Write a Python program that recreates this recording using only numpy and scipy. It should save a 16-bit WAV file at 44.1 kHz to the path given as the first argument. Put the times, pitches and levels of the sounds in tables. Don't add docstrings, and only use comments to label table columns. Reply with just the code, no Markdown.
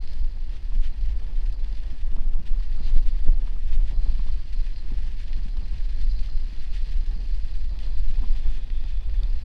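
import sys
import numpy as np
from scipy import signal
from scipy.fft import rfft, irfft
from scipy.io import wavfile

SR = 44100
rng = np.random.default_rng(int(sys.argv[2]) if len(sys.argv) > 2 else 0)


def digitize_waveform(pressure):
    field = np.atleast_2d(pressure).T
    bounded = np.clip(field, -1, 1)
    quanta = np.round(bounded * 32767).astype(np.int16)
    wavfile.write(sys.argv[1], SR, quanta)


N = 416304
TIME = np.arange(N) / SR

# time in seconds, crunch in dB, icy crackle in dB.
SNOW_LEVELS = [(0, -62.5, -58), (.38, -61.5, -64), (.75, -61, -66.5), (1.1, -61.5, -65.5),
               (1.38, -60.5, -65.5), (1.7, -60.5, -62.5), (2.0, -61, -67.5), (2.3, -62, -76.5),
               (2.6, -58.5, -60.5), (2.88, -62.5, -61), (3.42, -60.5, -67), (3.76, -58.5, -71),
               (3.95, -66.5, -58), (4.15, -57.5, -60.5), (4.42, -59, -62.5), (5.15, -60, -62),
               (5.5, -57, -62), (6.1, -61.5, -57), (6.33, -60, -58.5), (6.65, -59, -59), (6.9, -59, -60),
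               (7.4, -58.5, -59.5), (7.68, -58, -57), (7.87, -61, -59.5), (8.5, -56.5, -61.5),
               (9.05, -64.5, -67.5), (9.44, -55.5, -58.5)]
# frequency in Hz, relative level in dB.
CHIP_COLOUR = [(500, -4), (1300, -11), (1900, 3.5), (3500, -1), (4700, 3.5), (5600, -4.5), (7000, -23.5),
               (9500, -23), (11000, -33.5), (15500, -42)]
# frequency in Hz, relative level in dB, t60 in seconds.
FITTING_MODES = [(710, -7, 0.0069), (893, -4.5, 0.01), (987, 1, .012), (1134, 2, 0.014),
                 (1230, -2.5, 0.0048), (1740, -7.5, .006)]


def gain_of(db):
    return 10 ** (np.asarray(db) / 20)


def unit_rms(x):
    return x / np.sqrt(np.mean(x ** 2) + 1e-20)


def curve(rows, column=1):
    columns = np.transpose(rows)
    return np.interp(TIME, columns[0], columns[column])


def swell(middle_s, half_s):
    return np.exp(-.5 * ((TIME - middle_s) / half_s) ** 2)


def add(mix, start_s, sound):
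    part = mix[max(round(start_s * SR), 0):][:len(sound)]
    part += sound[:len(part)]


def spectrum_db(colour, hz):
    points_hz, db = np.transpose(colour)
    return np.interp(np.log(hz + 1), np.log(points_hz), db)


def tinted(x, colour):
    return unit_rms(irfft(rfft(x) * gain_of(spectrum_db(colour, np.fft.rfftfreq(N, 1 / SR))), N))


def wander(hz):
    f = np.fft.rfftfreq(N, 1 / SR)
    return unit_rms(irfft(rfft(rng.standard_normal(N)) / (1 + (f / hz) ** 2), N))


def grains(per_s, spread_db):
    size = gain_of(spread_db * np.minimum(rng.exponential(1, N), 4))
    return unit_rms(size * rng.choice([-1, 1], N) * (rng.random(N) < per_s / SR))


def eddies(colour, eddy_s, steadiness=0.77):
    pressure = tinted(rng.standard_normal(N), colour)
    window = signal.windows.hann(int(2 * eddy_s * SR))
    power = signal.fftconvolve(pressure ** 2, window / window.sum(), "same")
    return unit_rms(pressure / power ** (steadiness / 2))


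def wind(flutter_db=-44, flutter_follows=0.38, gusty_db=1.5):
    # time in seconds, buffeting in dB, deep surges in dB.
    head_wind = [(0, -30, -20), (.55, -32, -26), (1.35, -34, -21), (1.9, -29, -24), (2.15, -36, -15),
                 (2.35, -32.5, -15.5), (2.6, -31, -19), (3.35, -31, -19.5), (4.1, -28.5, -23),
                 (4.5, -33, -26.5), (5.3, -30, -22), (5.7, -27, -24), (6.3, -29, -19.5),
                 (6.6, -32.5, -20.5), (7.4, -27, -19.5), (7.9, -30, -25.5), (8.4, -31.5, -22.5),
                 (9.05, -27, -24), (9.44, -24, -20)]
    # middle and half length in seconds, change of buffeting and of surges in dB.
    gusts = [(0.21, 0.031, 4, 7.5), (0.798, 0.049, 1.5, 11), (1.082, 0.076, 12, 3), (1.491, 0.035, 9, 0),
             (1.68, 0.047, 2.5, -1), (2.599, 0.015, 13.5, -5), (2.995, 0.078, 7.5, 11),
             (3.293, 0.029, 0.5, 13.5), (3.74, .09, 3.5, 8.5), (4.074, 0.08, 7, 8.5), (4.319, 0.04, 9, 9.5),
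             (4.599, 0.038, 2, 15), (4.968, 0.07, 5, 5), (6.004, 0.082, 2, 4.5), (6.134, 0.021, 4.5, -8),
             (6.965, 0.044, 6.5, -0.5), (7.116, 0.022, 7.5, -11), (7.717, .05, 6.5, 3.5),
             (8.023, 0.074, 5.5, 12.5), (8.249, 0.062, 6, 14.5), (8.494, 0.025, 6, 13),
             (8.736, 0.054, 2, 4.5), (8.949, 0.013, 5.5, 5), (9.204, 0.035, 7, -3.5)]
    # frequency in Hz, relative level in dB.
    surge_colour = [(2, -24), (6, -0.5), (12, 2.5), (25, -2), (32, -8), (50, -43), (150, -96.5)]
    buffet_colour = [(20, -10.5), (30, 5), (36, -4), (44, 3.5), (55, -11), (68, -15.5), (100, -47.5),
                     (400, -89.5)]
    flutter_colour = [(20, -33.5), (55, 4.5), (75, -0.5), (100, -6), (160, -24.5), (400, -44),
                      (2000, -81.5)]
    buffet_db = curve(head_wind) + sum(db * swell(s, half) for s, half, db, _ in gusts)
    buffet_db += gusty_db * wander(hz=16)
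    surge_db = curve(head_wind, column=2) + sum(db * swell(s, half) for s, half, _, db in gusts)
    surges = gain_of(surge_db) * eddies(surge_colour, eddy_s=0.21)
    buffets = gain_of(buffet_db) * eddies(buffet_colour, eddy_s=0.068)
    flutter = tinted(rng.standard_normal(N), flutter_colour) * gain_of(flutter_follows * buffet_db)
    return surges + buffets + gain_of(flutter_db) * unit_rms(flutter)


def overloaded(pressure, ceiling=0.7):
    return pressure / (1 + (pressure / ceiling) ** 4) ** (1 / 4)


def tyre_drone(tread_db=3, roar_db=1, lumpy_db=1.5, uneven_db=1.4, rattle_db=-14):
    # time in seconds, relative levels of tread drone and of roar in dB.
    roughness = [(0, -58.5, -59.5), (.55, -57.5, -62), (1.05, -58.5, -61.5), (1.65, -58, -61),
                 (2.35, -55.5, -61), (2.7, -57, -61), (2.9, -54.5, -58.5), (3.5, -57, -60.5),
                 (4.2, -54.5, -59), (4.42, -57, -60.5), (4.9, -54.5, -61), (6.3, -55, -61.5),
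                 (7.35, -57, -62), (8.22, -56.5, -59.5), (8.7, -56.5, -61), (9.44, -61.5, -61)]
    # frequency in Hz, relative level in dB.
    tread_colour = [(50, -17), (110, 3.5), (150, 1), (210, -1.5), (310, -8.5), (470, -20.5), (800, -39),
                    (2000, -66.5)]
    roar_colour = [(150, -3.5), (350, 0.5), (500, -0.5), (680, -3), (860, -3), (1150, -9), (1450, -11.5),
                   (2500, -18.5), (8000, -56.5)]
    ruts = gain_of(lumpy_db * wander(hz=27.4) + uneven_db * wander(hz=5.3))
    tread = gain_of(curve(roughness) + tread_db) * tinted(grains(per_s=1200, spread_db=3.5), tread_colour)
    roar = gain_of(roar_db) * tinted(grains(per_s=5000, spread_db=1.5), roar_colour)
    clacks = sum(ringing(grains(per_s=21, spread_db=-6.5), fitting_clack()) for _ in FITTING_MODES)
    chatter = gain_of(rattle_db) * unit_rms(clacks)
    return ruts * (tread + gain_of(curve(roughness, column=2)) * (roar + chatter))


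def fitting_clack(pitch=1, detune=0.041, uneven_db=0.5, buzz=0.046, buzz_s=0.005, rise_s=0.00094):
    t, ring = TIME[:SR // 10], 0
    for hz, db, t60 in FITTING_MODES:
        shift, strength = rng.standard_normal(2)
        mode_hz = hz * pitch * (1 + detune * shift)
        ring += gain_of(db + uneven_db * strength - 60 * t / t60) * np.sin(2 * np.pi * mode_hz * t)
    contact = (t == 0) + buzz * rng.standard_normal(len(t)) * np.exp(-t / buzz_s)
    clack = signal.fftconvolve(contact, ring * (1 - np.exp(-t / rise_s)))[:len(t)]
    return clack / abs(clack).max()


def ringing(clicks, ring):
    return signal.oaconvolve(clicks, ring)[:N]


def snap(colour, tilt_db_per_octave=0, size=2048):
    # frequency in Hz, width in Hz, lift or dip in dB.
    body = [(1893, 31, 4), (2140, 43, 1), (2510, 120, 5.5), (2817, 130, 5.5), (3105, 120, 4.5),
            (3497, 410, 5.5), (4240, 230, 1.5), (4645, 97, 0.5), (5550, 250, -4.5), (6350, 170, -0.5)]
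    f = np.fft.rfftfreq(size, 1 / SR)
    tilted = [(hz, db + tilt_db_per_octave * np.log2(hz)) for hz, db in colour]
    body_db = sum(db / (1 + (2 * (f - hz) / width) ** 2) for hz, width, db in body)
    shape_db = spectrum_db(tilted, f) + body_db
    log_gain = np.log(gain_of(np.r_[shape_db, shape_db[-2:0:-1]]))
    ring = np.fft.ifft(np.exp(np.conj(signal.hilbert(log_gain)))).real
    return ring / np.linalg.norm(ring)


def snow_crunch(level_db=-0.07, clump_db=2.06, patchy_db=1.13, coarse_db=-13):
    # frequency in Hz, relative level in dB.
    colour = [(400, -25.5), (1000, -9.5), (1430, -7.5), (1680, 2.5), (3200, -4), (3800, -5), (5100, -5),
              (5500, -5), (6000, -9.5), (6600, -15.5), (8000, -18), (9200, -17), (10400, -31), (15500, -34)]
    pedal_hz, push_at_s, push_db = 1, 0.96, 1.54
    pedal_db = push_db * np.cos(2 * np.pi * pedal_hz * (TIME - push_at_s))
    uneven_db = patchy_db * wander(hz=7.9) + clump_db * wander(hz=45)
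    load = gain_of(curve(SNOW_LEVELS) + level_db + pedal_db + uneven_db)
    fine = grains(per_s=7000, spread_db=2.5)
    coarse = gain_of(coarse_db) * grains(per_s=160, spread_db=5)
    return ringing(load * (fine + coarse), snap(colour))


def icy_crust(level_db=-2, clump_db=1.94, patchy_db=1.0, detune=0.018):
    # frequency in Hz, relative level in dB.
    colour = [(1000, -40.5), (3000, -24), (3780, -15.5), (4000, 5), (4180, 8.5), (4330, -1.5), (4480, 4.5),
              (4650, 9), (4850, 0.5), (5150, 0.5), (5480, -22.5), (5900, -7), (6550, -36.5), (7000, -13.5),
              (9000, -36.5), (12000, -44)]
    # middle in seconds, level in dB, half length in seconds.
    plates = [(2.858, -58.5, 0.03), (2.975, -68, 0.012), (4.12, -65, 0.035), (4.325, -57, 0.0059),
              (4.78, -61.5, 0.022), (5.436, -56, 0.0032), (5.64, -63.5, .015), (6.02, -68, 0.0074),
              (6.105, -63, 0.008), (6.195, -67, 0.012), (7.84, -61, .016)]
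    uneven_db = patchy_db * wander(hz=1.9) + clump_db * wander(hz=47.3)
    load = gain_of(curve(SNOW_LEVELS, column=2) + level_db + uneven_db)
    load += sum(gain_of(db) * swell(s, half) for s, db, half in plates)
    clicks = load * grains(per_s=1500, spread_db=3)
    patch = np.clip(np.round(wander(hz=26)), -1, 1)
    out = np.zeros(N)
    for step in (-1, 0, 1):
        ring = snap([(hz * (1 + step * detune), db) for hz, db in colour])
        out += ringing(clicks * (patch == step), ring)
    return out


def ice_crystals(level_db=-12):
    clicks = gain_of(curve(SNOW_LEVELS, column=2) + level_db) * grains(per_s=40, spread_db=3)
    return ringing(clicks, snap(CHIP_COLOUR, tilt_db_per_octave=5.5))


def microphone_hiss(level_db=-83):
    return gain_of(level_db) * rng.standard_normal(N)


def chip_ticks(crumble=0.06, crumble_s=0.0054):
    # start in seconds, peak in dB, brightness in dB per octave.
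    chips = [(0.0757, -35, 4), (.1333, -39, 9), (.494, -44, 5), (1.012, -42, 6), (1.06, -41, 7),
             (1.527, -39, 7), (1.646, -38, 0), (1.7272, -38, 4), (1.753, -43, 5), (1.802, -44, 1),
             (2.625, -45, 2), (2.727, -39, 2), (3.2445, -42.5, 8), (4.6042, -36, -2), (4.7614, -37, -2),
             (5.281, -38, 2), (5.3311, -30, -1), (5.5712, -37, -1), (6.0145, -43, 9), (6.133, -40.5, 7),
             (6.192, -34, 3), (6.2615, -41, 7), (7.79, -34, 4), (8.702, -31, -5), (8.8397, -34.5, -4),
             (9.0972, -36.5, -2)]
    out, t = np.zeros(N), TIME[:SR // 40]
    for s, db, brightness in chips:
        fracture = (t == 0) + crumble * rng.standard_normal(len(t)) * np.exp(-t / crumble_s)
        tick = signal.fftconvolve(fracture, snap(CHIP_COLOUR, brightness))
        add(out, s, gain_of(db) * tick / abs(tick).max())
    return out


def snow_swishes(level_db=2):
    # middle in seconds, relative level in dB, half length in seconds.
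    sprays = [(0.54, -60, .035), (0.852, -54, 0.022), (1.466, -57.5, 0.0081), (1.77, -63, .022),
              (2.338, -57.5, 0.0057), (2.472, -53.5, 0.01), (2.874, -54.5, 0.032), (2.978, -52.5, 0.0097),
              (3.079, -54, 0.016), (3.213, -66, 0.076), (3.733, -52.5, 0.015), (3.895, -54, 0.023),
              (4.282, -58.5, 0.013), (4.533, -52.5, 0.007), (5.2, -56, 0.021), (5.287, -59.5, 0.017),
              (5.755, -59, 0.029), (6.014, -55.5, 0.011), (6.248, -57, 0.02), (6.534, -61, 0.11),
              (6.757, -51.5, 0.022), (7.842, -58.5, 0.033), (8.368, -52.5, 0.011), (8.53, -58.5, 0.054),
              (8.893, -58, 0.029)]
    # frequency in Hz, relative level in dB.
    colour = [(500, -12), (1200, -6.5), (1900, 3), (2900, -0.5), (4700, -2), (5800, -6), (7000, -14),
              (9700, -21), (11000, -22), (15500, -41.5)]
    envelope = sum(gain_of(db + level_db) * swell(s, half) for s, db, half in sprays)
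    return ringing(envelope * grains(per_s=7300, spread_db=2.5), snap(colour))


def bumps(uneven=0.23, scuff_db=-22, scuff_s=0.012):
    # middle in seconds, peak in dB, pitch in Hz, rise and decay time in seconds.
    thuds = [(.76, -40.5, 190.3, 0.0088), (1.932, -39, 225.4, 0.0055), (2.183, -38.5, 183.5, 0.013),
             (2.398, -32, 147.6, 0.0063), (2.808, -30, 176, 0.0028), (2.964, -52, 237, 0.0015),
             (3.93, -38, 172, 0.0064), (4.192, -32.5, 174.7, 0.0058), (4.921, -32.5, 225.4, 0.0033),
             (5.463, -31.5, 187, 0.0038), (6.2, -42, 174, 0.005), (7.165, -35, 169, 0.0046),
             (8.105, -33.5, 188.6, 0.0033), (8.24, -38, 232.2, 0.016)]
    # start in seconds, peak in dB, pitch as a ratio.
    knocks = [(.722, -46, 0.9), (1.443, -47, 0.8), (2.164, -41, 0.85), (2.184, -45, 1), (2.367, -50, 0.8),
              (2.535, -45, 0.97), (2.566, -51, 1.05), (2.607, -45, 0.96), (2.78, -47, 1.1),
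              (3.477, -45, 1.06), (3.565, -46.5, .98), (4.195, -43, 0.95), (4.266, -45, 0.8),
              (4.286, -44, 1.06), (4.905, -45, 0.77), (5.569, -48, 1), (6.288, -47, 0.97),
              (8.185, -46, 0.84), (8.229, -44, 0.91), (8.238, -42, 0.91), (8.242, -41, 0.88)]
    # frequency in Hz, relative level in dB.
    scuff_colour = [(60, -1), (130, 4.5), (350, -8.5), (600, -13.5), (1200, -14), (2500, -39.5),
                    (8000, -57)]
    out, t = np.zeros(N), np.arange(-SR // 10, SR // 10) / SR
    wobble = 1 + uneven * wander(hz=192)
    for s, db, hz, decay_s in thuds:
        cycles = np.cumsum(hz * wobble[round(s * SR):][:len(t)]) / SR
        add(out, s + t[0], gain_of(db) * np.exp(-abs(t) / decay_s) * np.cos(2 * np.pi * cycles))
    for s, db, pitch in knocks:
        add(out, s, gain_of(db) * fitting_clack(pitch))
    scuffs = sum(gain_of(db + scuff_db) * swell(s, scuff_s) for s, db, _, _ in thuds)
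    return out + scuffs * tinted(grains(per_s=3800, spread_db=2), scuff_colour)


def wind_pops(rise_s=0.00053):
    # start in seconds, strength in dB, decay in seconds.
    pops = [(2.966, -22, 0.0036), (3.263, -28, 0.002), (3.285, -17, 0.0062)]
    out = np.zeros(N)
    for s, db, decay_s in pops:
        t = np.maximum(TIME - s, 0)
        out += gain_of(db) * (1 - np.exp(-t / rise_s)) * np.exp(-t / decay_s)
    return out


def singing_snow(middle_s=8.7, half_s=0.63, level_db=-62.5, flicker_db=1.2):
    # frequency in Hz, width in Hz, relative level in dB.
    modes = [(2510, 95, -0.5), (3450, 240, 1)]
    f = np.fft.rfftfreq(N, 1 / SR)
    response = sum(gain_of(db) / (1 + 1j * (f - hz) / width) ** 2 for hz, width, db in modes)
    drive = grains(per_s=3000, spread_db=2) * gain_of(flicker_db * wander(hz=20))
    singing = unit_rms(irfft(rfft(drive) * response, N))
    return gain_of(level_db) * swell(middle_s, half_s) * singing


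def metal_clink():
    # start in seconds, peak in dB.
    taps = [(9.2336, -32.5)]
    # frequency in Hz, relative level in dB, t60 in seconds.
    modes = [(2410, -6, .012), (3650, 3, 0.019), (4600, 1, 0.018), (4570, -14, .015)]
    out, t = np.zeros(N), TIME[:SR // 20]
    ring = sum(gain_of(db - 60 * t / t60) * np.sin(2 * np.pi * hz * t) for hz, db, t60 in modes)
    for s, db in taps:
        add(out, s, gain_of(db) * ring / abs(ring).max())
    return out


def scene():
    snow = snow_crunch() + icy_crust() + snow_swishes() + chip_ticks() + ice_crystals() + singing_snow()
    air = overloaded(wind()) + wind_pops()
    bicycle = tyre_drone() + bumps() + metal_clink()
    return (air + bicycle + snow + microphone_hiss())[None]


def record(dry, fade_s=0.02, edge_hz=15700):
    to_nearest_end_s = np.minimum(TIME, TIME[::-1])
    fade = np.sin(np.pi / 2 * np.minimum(to_nearest_end_s / fade_s, 1)) ** 2
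    low_pass = signal.firwin(511, edge_hz, window=("kaiser", 9), fs=SR)
    return signal.oaconvolve(dry * fade, low_pass[None], "same")


dry = scene()
out = record(dry)
digitize_waveform(out)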